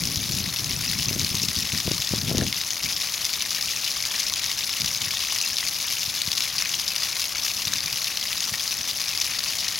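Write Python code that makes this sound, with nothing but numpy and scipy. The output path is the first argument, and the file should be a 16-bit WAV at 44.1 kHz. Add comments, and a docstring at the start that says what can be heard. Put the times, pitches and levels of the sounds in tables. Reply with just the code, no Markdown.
"""A loud, grainy splash, left of centre: a thick jet falls from a wall pipe onto wet pavement, outdoors. Lumps
of the jet slap the ground as decaying band noise; spray is short ticks and hiss above them. Trapped bubbles
ring as rising, dying sines; lower, heavier lumps land with a wet splat and a brief ring; a yard adds faint
noise-tail echoes. Wind, filtered noise with sharp buffets, hits the microphone for the first seconds, then in
small puffs. Under it lies a faint town rumble of coloured noise."""
import sys
import numpy as np
from scipy import signal
from scipy.fft import rfft, irfft, next_fast_len
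from scipy.io import wavfile
from scipy.ndimage import uniform_filter1d

SR = 44100
rng = np.random.default_rng(int(sys.argv[2]) if len(sys.argv) > 2 else 0)


def digitize_waveform(pressure):
    """Quantize a signal to 16-bit integers and store it at the path in sys.argv[1].

    Rows of a 2-D input are taken as channels; values are limited to [-1, 1].
    """
    field = np.atleast_2d(pressure).T
    bounded = np.clip(field, -1, 1)
    quanta = np.round(bounded * 32767).astype(np.int16)
    wavfile.write(sys.argv[1], SR, quanta)


N = 431738

# flow of the jet, before band trims: t/s, 3-8 kHz splash level/dB, low splash level/dB, fine spray level/dB
JET_FLOW = [(0, -28.5, -40.0, -36.5), (0.6, -29.5, -37.5, -37.5), (1.35, -27.5, -37.5, -36.0),
            (2.4, -29.5, -37.5, -38.5), (3.4, -28.5, -36.5, -37.0), (4.4, -28.0, -36.0, -38.0),
            (5.4, -27.5, -35.5, -37.0), (5.9, -28.5, -38.5, -36.5), (6.4, -27.5, -35.0, -37.5),
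            (7.3, -28.5, -36.5, -37.0), (8.2, -29.0, -36.5, -37.5), (8.9, -28.5, -37.5, -37.5),
            (9.35, -28.0, -34.5, -37.5), (9.79, -29.0, -38.0, -38.5)]
# splash spectrum, relative: f/Hz, density/dB
SPLASH_COLOUR = [(300, -34), (560, -26), (800, -20), (1130, -12.5), (1450, -18), (1950, -9.5), (2350, -6),
                 (3100, -5), (5100, -0.5), (6500, -5), (7700, -16), (8500, -17), (10600, -8), (13000, -12),
                 (15800, -12.5)]
SURGE_HZ, SURGE_DB, HEAVY_SURGE_DB = 6.1, 0.35, 0.9   # random gulps: rate, rms depth mid and low


def water():
    """Slaps, spray, bubbles and plops, swelling and thinning with the jet."""
    splash_db, heavy_db, spray_db = in_time(JET_FLOW)
    surge = drift(SURGE_HZ)
    slaps, hits = lumps(per_s=400, spread_db=4.5, decay_s=0.0021, width=0.27, broad_db=-8.5)
    mist = spray(hits, per_s=5000, spread_db=2.5, linger_s=0.013, sheet_db=4.5, fizz_db=-0.5)
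    pings = bubbles(per_s=230, spread_db=12, cycles=75, rise=0.06)
    mix = slaps + from_db(2.0) * mist + from_db(-5) * pings
    patter = rms_one(colour(mix * necking(depth_db=1.5, gap_s=0.024), SPLASH_COLOUR))
    cracks = hard_slaps(decay_s=0.001, width=0.35, broad_db=-9.5, collapse_s=0.00062)
    pour = from_db(-25.5) * patter + from_db(0.5) * cracks + plops(cycles=40, splat_db=-3.5)

    # each band is levelled, then follows the flow
    body, top = butter(pour, 8000, "low", order=5), butter(pour, 8000, "high", order=5)
    low, middle = butter(body, 3000, "low", order=3), butter(body, 3000, "high", order=3)
    low_gain = from_db(heavy_db + 1.5 + HEAVY_SURGE_DB * surge)
    middle_gain = from_db(splash_db - 1.0 + SURGE_DB * surge)
    top_gain = from_db(spray_db + 1.37)
    pour = low_gain * steady(low, span_s=0.13)
    pour = pour + middle_gain * steady(middle, span_s=0.38)
    pour = pour + top_gain * steady(top, span_s=0.46)
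    ears = to_the_left(pour + from_db(-16) * yard(pour, t60_s=0.17))
    return ears + stray_drops(level_db=-64.5)


def lumps(per_s, spread_db, decay_s, width, broad_db, bands=12):
    """Lumps slap the ground: big ones low, rare and longer, small ones high, frequent and short."""
    out, hits = 0, 0
    for hz in np.geomspace(1000, 7000, bands):
        # per_s / bands and decay_s hold at 3500 Hz
        landed = arrivals(per_s / bands * (hz / 3500) ** 0.64, spread_db)
        slap = burst(landed, decay_s * np.sqrt(3500 / hz))
        ringing = butter(slap, [hz / (1 + width), hz * (1 + width)], "band", order=1)
        out = out + ringing + from_db(broad_db) * slap
        hits = hits + landed
    return rms_one(out), hits


# hardest slaps, levels before band levelling: t/s, level/dB over 0.4 ms, f/Hz of band centre
HARD_SLAPS = [(0.0533, -10, 5760), (0.158, -9, 6490), (0.9882, -10, 6100), (1.0844, -11, 5060),
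              (1.1947, -8, 4970), (1.2456, -7, 5450), (1.3518, -10, 5420), (1.9165, -9, 5060),
              (2.381, -6, 5730), (2.7053, -8, 4590), (3.2515, -7, 5410), (3.4216, -10, 6370),
              (4.0522, -11, 5620), (4.3375, -9, 5140), (5.4131, -10, 5720), (5.5832, -10, 4140),
              (6.2168, -7, 4650), (6.3165, -7, 4060), (6.4053, -8, 3630), (6.8788, -8, 5320),
              (6.9616, -8, 4310), (7.652, -10, 4960), (7.7358, -7, 5350), (7.9274, -11, 4550),
              (8.1718, -9, 4230), (8.4053, -11, 4870), (9.0823, -11, 4890), (9.2135, -7, 4680)]


def hard_slaps(decay_s, width, broad_db, collapse_s, size=600):
    """Heaviest lumps crack twice: on landing, and as the crater closes 0.35-2 collapse_s later."""
    lesser = by_chance(per_s=5, level_db=-10.5, spread_db=0.5, centre_hz=4600, octaves=0.6)
    rows = list(HARD_SLAPS) + lesser
    out, t = np.zeros(N), np.arange(size) / SR
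    for (s, db, hz), noise in zip(rows, rng.standard_normal((len(rows), size))):
        later = t - collapse_s * rng.uniform(0.35, 2)
        landing = np.exp(-t / decay_s)
        closing = (later > 0) * np.exp(-np.abs(later) / decay_s)
        puff = noise * (landing + closing)
        crack = butter(puff, [hz / (1 + width), hz * (1 + width)], "band", order=1)
        crack = colour(crack + from_db(broad_db) * puff, SPLASH_COLOUR)
        add(out, s, as_loud_as(crack, db, span_s=0.0004))
    return out


def necking(depth_db, gap_s):
    """The jet thins just ahead of each tabled hard slap, so the patter dips before it."""
    t, thin = np.arange(N) / SR, np.zeros(N)
    for s, _, _ in HARD_SLAPS:
        ahead = slice(max(int((s - 5 * gap_s) * SR), 0), int(s * SR))
        thin[ahead] = np.maximum(thin[ahead], np.exp((t[ahead] - s) / gap_s))
    return from_db(-depth_db * thin)


def spray(hits, per_s, spread_db, linger_s, sheet_db, fizz_db):
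    """Fine droplets patter; lumps spread into hissing sheets; bursts of fizz come at random."""
    droplets = arrivals(per_s, spread_db) * rng.choice([-1, 1], N)
    sheet = butter(burst(hits, linger_s), 6000, "high")
    fizz = butter(burst(arrivals(per_s=110, spread_db=1.5), decay_s=0.003), 4400, "high")
    return rms_one(rms_one(droplets) + from_db(sheet_db) * rms_one(sheet) + from_db(fizz_db) * rms_one(fizz))


def bubbles(per_s, spread_db, cycles, rise, count=7000):
    """Trapped bubbles ring briefly, rising in pitch as they near the surface; small ones are commonest."""
    out = np.zeros(N)
    for when, pitch, size, chance in rng.random((count, 4)):
        if chance < per_s * N / SR / count:
            hz = 1100 * (13000 / 1100) ** (pitch ** 0.75)
            age = np.arange(int(cycles * SR / hz)) * hz / (cycles * SR)   # 0 to 1, down 60 dB at 1
            ring = np.sin(2 * np.pi * cycles * age * (1 + rise * age))
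            ping = ring * np.exp(-np.log(1000) * age)
            add(out, when * N / SR, hz * from_db(spread_db * size ** 2) * ping)
    return rms_one(out)


# biggest low, heavy slaps, levels before band levelling: t/s, level/dB over 1.6 ms, starting f/Hz
BIG_PLOPS = [(0.9318, -21, 2010), (2.4114, -20, 1750), (4.148, -25, 1890), (5.628, -20.5, 1950),
             (6.6218, -21, 2140), (7.732, -25.5, 1700), (8.54, -20.5, 1870)]


def plops(cycles, splat_db, size=1500):
    """A low, heavy lump lands in the puddle with a wet splat and a short ring, rising a little."""
    lesser = by_chance(per_s=2, level_db=-27.5, spread_db=2.5, centre_hz=2025, octaves=0.33)
    rows = list(BIG_PLOPS) + lesser
    out, t = np.zeros(N), np.arange(size) / SR
    for (s, db, hz), noise in zip(rows, rng.standard_normal((len(rows), size))):
        age = t * hz / cycles   # down 60 dB at 1
        ring = np.sin(2 * np.pi * hz * t * (1 + 0.04 * age))
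        splat = from_db(splat_db) * rms_one(butter(noise, [0.6 * hz, 1.9 * hz], "band"))
        plop = (ring + splat) * np.exp(-np.log(1000) * age)
        add(out, s, as_loud_as(plop, db, span_s=0.0016))
    return out


def yard(x, t60_s, size=12000):
    """Faint scattered echoes from walls and ground: decaying noise tails, different at each ear."""
    tails = rng.standard_normal((2, size)) * np.exp(-np.log(1000) * np.arange(size) / (SR * t60_s))
    return np.array([signal.fftconvolve(x, tail / np.linalg.norm(tail))[:N] for tail in tails])


# left ear over right ear: f/Hz, level difference/dB
LEFT_OVER_RIGHT = [(1200, 5.2), (2400, 4.6), (5500, 5), (7000, 3.8), (8300, .4), (10500, 2.3), (13000, .6)]


def to_the_left(ears):
    """Tilt the balance by frequency, without any lag between the ears."""
    hz, db = np.transpose(LEFT_OVER_RIGHT)
    size = next_fast_len(N, True)
    lead_db = np.interp(np.arange(size // 2 + 1) * SR / size, hz, db)
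    return irfft(rfft(ears, size) * from_db([lead_db / 2, -lead_db / 2]), size)[:, :N]


def stray_drops(level_db):
    """Thrown drops tick down on either side, different at each ear."""
    ticks = [burst(arrivals(per_s=930, spread_db=12), decay_s=0.00045) for ear in range(2)]
    return from_db(level_db) * rms_one(butter(np.array(ticks), [4000, 11000], "band"))


# wind spectrum, relative: f/Hz, density/dB
RUMBLE_COLOUR = [(20, -28), (40, -16), (65, -6), (120, 0), (190, -4), (300, -14), (500, -28), (1000, -48),
                 (3000, -70)]


def wind(lumpy_db, bright_db, apart_db, left_db):
    """Lumpy rumble on the microphone; strong gusts shift it into a brighter flutter."""
    level_db = wind_level()
    rumbles = []
    for _ in range(2):
        rumble = colour(rng.standard_normal(N), RUMBLE_COLOUR) * from_db(lumpy_db * drift(12.5))
        rumbles.append(steady(rumble, span_s=0.075))
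    shared, own = rumbles
    flutter = butter(rng.standard_normal(N), [140, 290], "band") * from_db(4 * drift(40))
    flutter = steady(flutter, span_s=0.04)
    tearing = steady(butter(rng.standard_normal(N), [280, 600], "band"), span_s=0.037)

    strength = from_db(level_db + 24.5)   # 1 at a wind level of -24.5 dB
    bright = from_db(bright_db) * np.sqrt(strength)
    blend = shared + bright * flutter + from_db(-11) * strength ** 2.3 * tearing
    gust = from_db(level_db - 2.0) * blend / np.hypot(1, bright)
    gust = gust + buffets(length_s=0.00271, top_hz=650, churn_db=5.5)
    panned = gust * from_db([[left_db / 2], [-left_db / 2]])
    return panned + from_db(level_db + apart_db) * own * [[1], [-1]]


# gusts, before trim and pan: start t/s, length/s, level/dB
WIND_GUSTS = [(0.0, .48, -31.5), (0.59, 0.43, -33.5), (1.058, .19, -30), (1.311, 0.035, -31),
              (1.413, .06, -32.5), (1.565, 0.042, -31), (1.724, .05, -32.5), (1.85, 0.1, -31.5),
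              (2.106, 0.17, -30.5), (2.279, 0.16, -25), (2.812, 0.054, -38), (4.795, 0.047, -38.5),
              (4.938, 0.11, -45), (7.647, .3, -45.5), (8.774, 0.036, -45)]
GUST_ATTACK_S, GUST_RELEASE_S = 0.004, 0.055   # time constants
BREEZE_DB, BREEZE_WAVER_DB = -54.5, 2   # between gusts, before trim: level, rms waver


def wind_level():
    """Each gust rises, holds and falls away; its power adds to a wavering breeze; dB."""
    t = np.arange(N) / SR
    power = from_db(BREEZE_DB + BREEZE_WAVER_DB * drift(5)) ** 2
    for s, length_s, db in WIND_GUSTS:
        rise = 1 - np.exp(-np.maximum(t - s, 0) / GUST_ATTACK_S)
        fall = np.exp(-np.clip((t - s - length_s) / GUST_RELEASE_S, 0, 20))
        power = power + (from_db(db) * rise * fall) ** 2
    return 10 * np.log10(power)


# single buffets, before pan: t/s, peak level/dB
WIND_BUFFETS = [(1.107, -18.5), (1.159, -19), (1.34, -22), (1.432, -20.5), (1.731, -20), (1.875, -15.5),
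                (1.911, -15.5), (2.134, -13.5), (2.311, -13.5), (2.346, -15), (2.383, -16.5),
                (2.418, -15.5), (4.838, -26.5), (5.064, -32.5), (6.068, -34), (6.271, -28), (7.662, -30.5),
                (8.514, -28.5)]


def buffets(length_s, top_hz, churn_db):
    """Eddies hit the microphone: push and pull, then a short churn; the harder, the quicker and brighter."""
    out = np.zeros(N)
    for s, peak_db in WIND_BUFFETS:
        speed = from_db(peak_db / 2) * 2
        age = np.arange(int(SR / 10)) * speed / (length_s * SR)
        push = -np.sign(age - 1) * np.exp(-3 * np.abs(age - 1))
        churn = from_db(churn_db) * rng.standard_normal(len(age)) * age * np.exp(-age)
        thump = butter(push + churn, [80, 110 + top_hz * speed ** 2], "band")
        add(out, s, from_db(peak_db) * thump / np.abs(thump).max())
    return out


# town spectrum, relative: f/Hz, density/dB
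TOWN_COLOUR = [(20, -20), (60, 4), (110, 2.5), (220, -0.5), (320, -2.5), (410, -6.5), (600, -1.5),
               (2000, -2.5), (8000, -73)]


def town(level_db, apart_db):
    """Far traffic, a smooth low rumble: steady coloured noise, partly different at each ear."""
    mid, side = [rms_one(colour(rng.standard_normal(N), TOWN_COLOUR)) for _ in range(2)]
    return from_db(level_db) * (mid * from_db([[1.5], [-1.5]]) + from_db(apart_db) * side * [[1], [-1]])


def arrivals(per_s, spread_db):
    """Random instants, each with a size of its own."""
    return (rng.random(N) < per_s / SR) * from_db(spread_db * np.clip(rng.standard_normal(N), -2, 2))


def by_chance(per_s, level_db, spread_db, centre_hz, octaves, count=200):
    """Rows (t/s, level/dB, f/Hz) for lesser events at random moments."""
    rows = []
    for when, size, pitch, chance in rng.random((count, 4)):
        if chance < per_s * N / SR / count:
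            db = level_db + spread_db * (2 * size - 1)
            hz = centre_hz * 2 ** (octaves * (pitch - 0.5))
            rows.append((when * N / SR, db, hz))
    return rows


def burst(hits, decay_s):
    """Each hit sets off a puff of noise that dies away; energies add."""
    energy = signal.lfilter([1], [1, -np.exp(-2 / (decay_s * SR))], hits ** 2 + 1e-18)
    return np.sqrt(energy) * rng.standard_normal(N)


def drift(pole_hz):
    """Slow random wander, rms 1: noise through a two-pole low-pass, at 1/20 of the sample rate."""
    r = np.exp(-40 * np.pi * pole_hz / SR)
    noise = rng.standard_normal(N // 20 + 4002)
    slow = signal.lfilter([1], [1, -2 * r, r * r], noise)[4000:]   # settled part
    return np.interp(np.arange(N) / 20, np.arange(len(slow)), rms_one(slow))


def colour(x, spectrum, size=4096):
    """Causal minimum-phase filter that follows a spectrum, via the folded cepstrum."""
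    hz, db = np.transpose(spectrum)
    grid = np.maximum(np.arange(size // 2 + 1) * SR / size, 1)
    cepstrum = irfft(np.log(from_db(np.interp(np.log(grid), np.log(hz), db))))
    cepstrum[1:size // 2] *= 2
    response = irfft(np.exp(rfft(cepstrum[:size // 2], size)))
    return signal.fftconvolve(x, response)[:N]


def butter(x, hz, kind, order=2):
    """Butterworth filter."""
    sos = signal.butter(order, np.clip(hz, 10, 0.45 * SR), kind, fs=SR, output="sos")
    return signal.sosfilt(sos, x + 1e-18)


def steady(x, span_s):
    """Even out the level over a span of time, keeping the grain; rms near 1."""
    size = int(span_s * SR) + 1
    power = uniform_filter1d(uniform_filter1d(x ** 2, size), size)
    return x / np.sqrt(power + 1e-9)


def as_loud_as(sound, db, span_s):
    """Give a short sound the energy of a level held for a span of time."""
    return from_db(db) * sound * np.sqrt(span_s * SR / np.sum(sound ** 2))


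def add(out, s, sound):
    """Mix a sound in at a time in seconds."""
    at = int(np.clip(s * SR, 0, N - 1))
    out[at:at + len(sound)] += sound[:N - at]


def in_time(rows):
    """Each column of a curve, interpolated at every sample."""
    s, *columns = np.transpose(rows)
    return [np.interp(np.arange(N) / SR, s, c) for c in columns]


def rms_one(x):
    """Scale to rms 1."""
    return x / np.sqrt(np.mean(x ** 2) + 1e-20)


def from_db(db):
    """Decibels to amplitude gain."""
    return 10 ** (np.asarray(db) / 20)


def scene():
    """The splash to the left, with wind and town around it."""
    gusty = wind(lumpy_db=5.0, bright_db=-6.5, apart_db=-17.0, left_db=4.5)
    return water() + gusty + town(level_db=-45.5, apart_db=-17.0)


def record(dry):
    """Steep elliptic low-pass: the top is cut above 15.85 kHz."""
    sos = signal.ellip(12, 0.1, 80, 15850, fs=SR, output="sos")   # ripple 0.1 dB, stop band -80 dB
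    return signal.sosfilt(sos, dry)


dry = scene()
out = record(dry)
digitize_waveform(out)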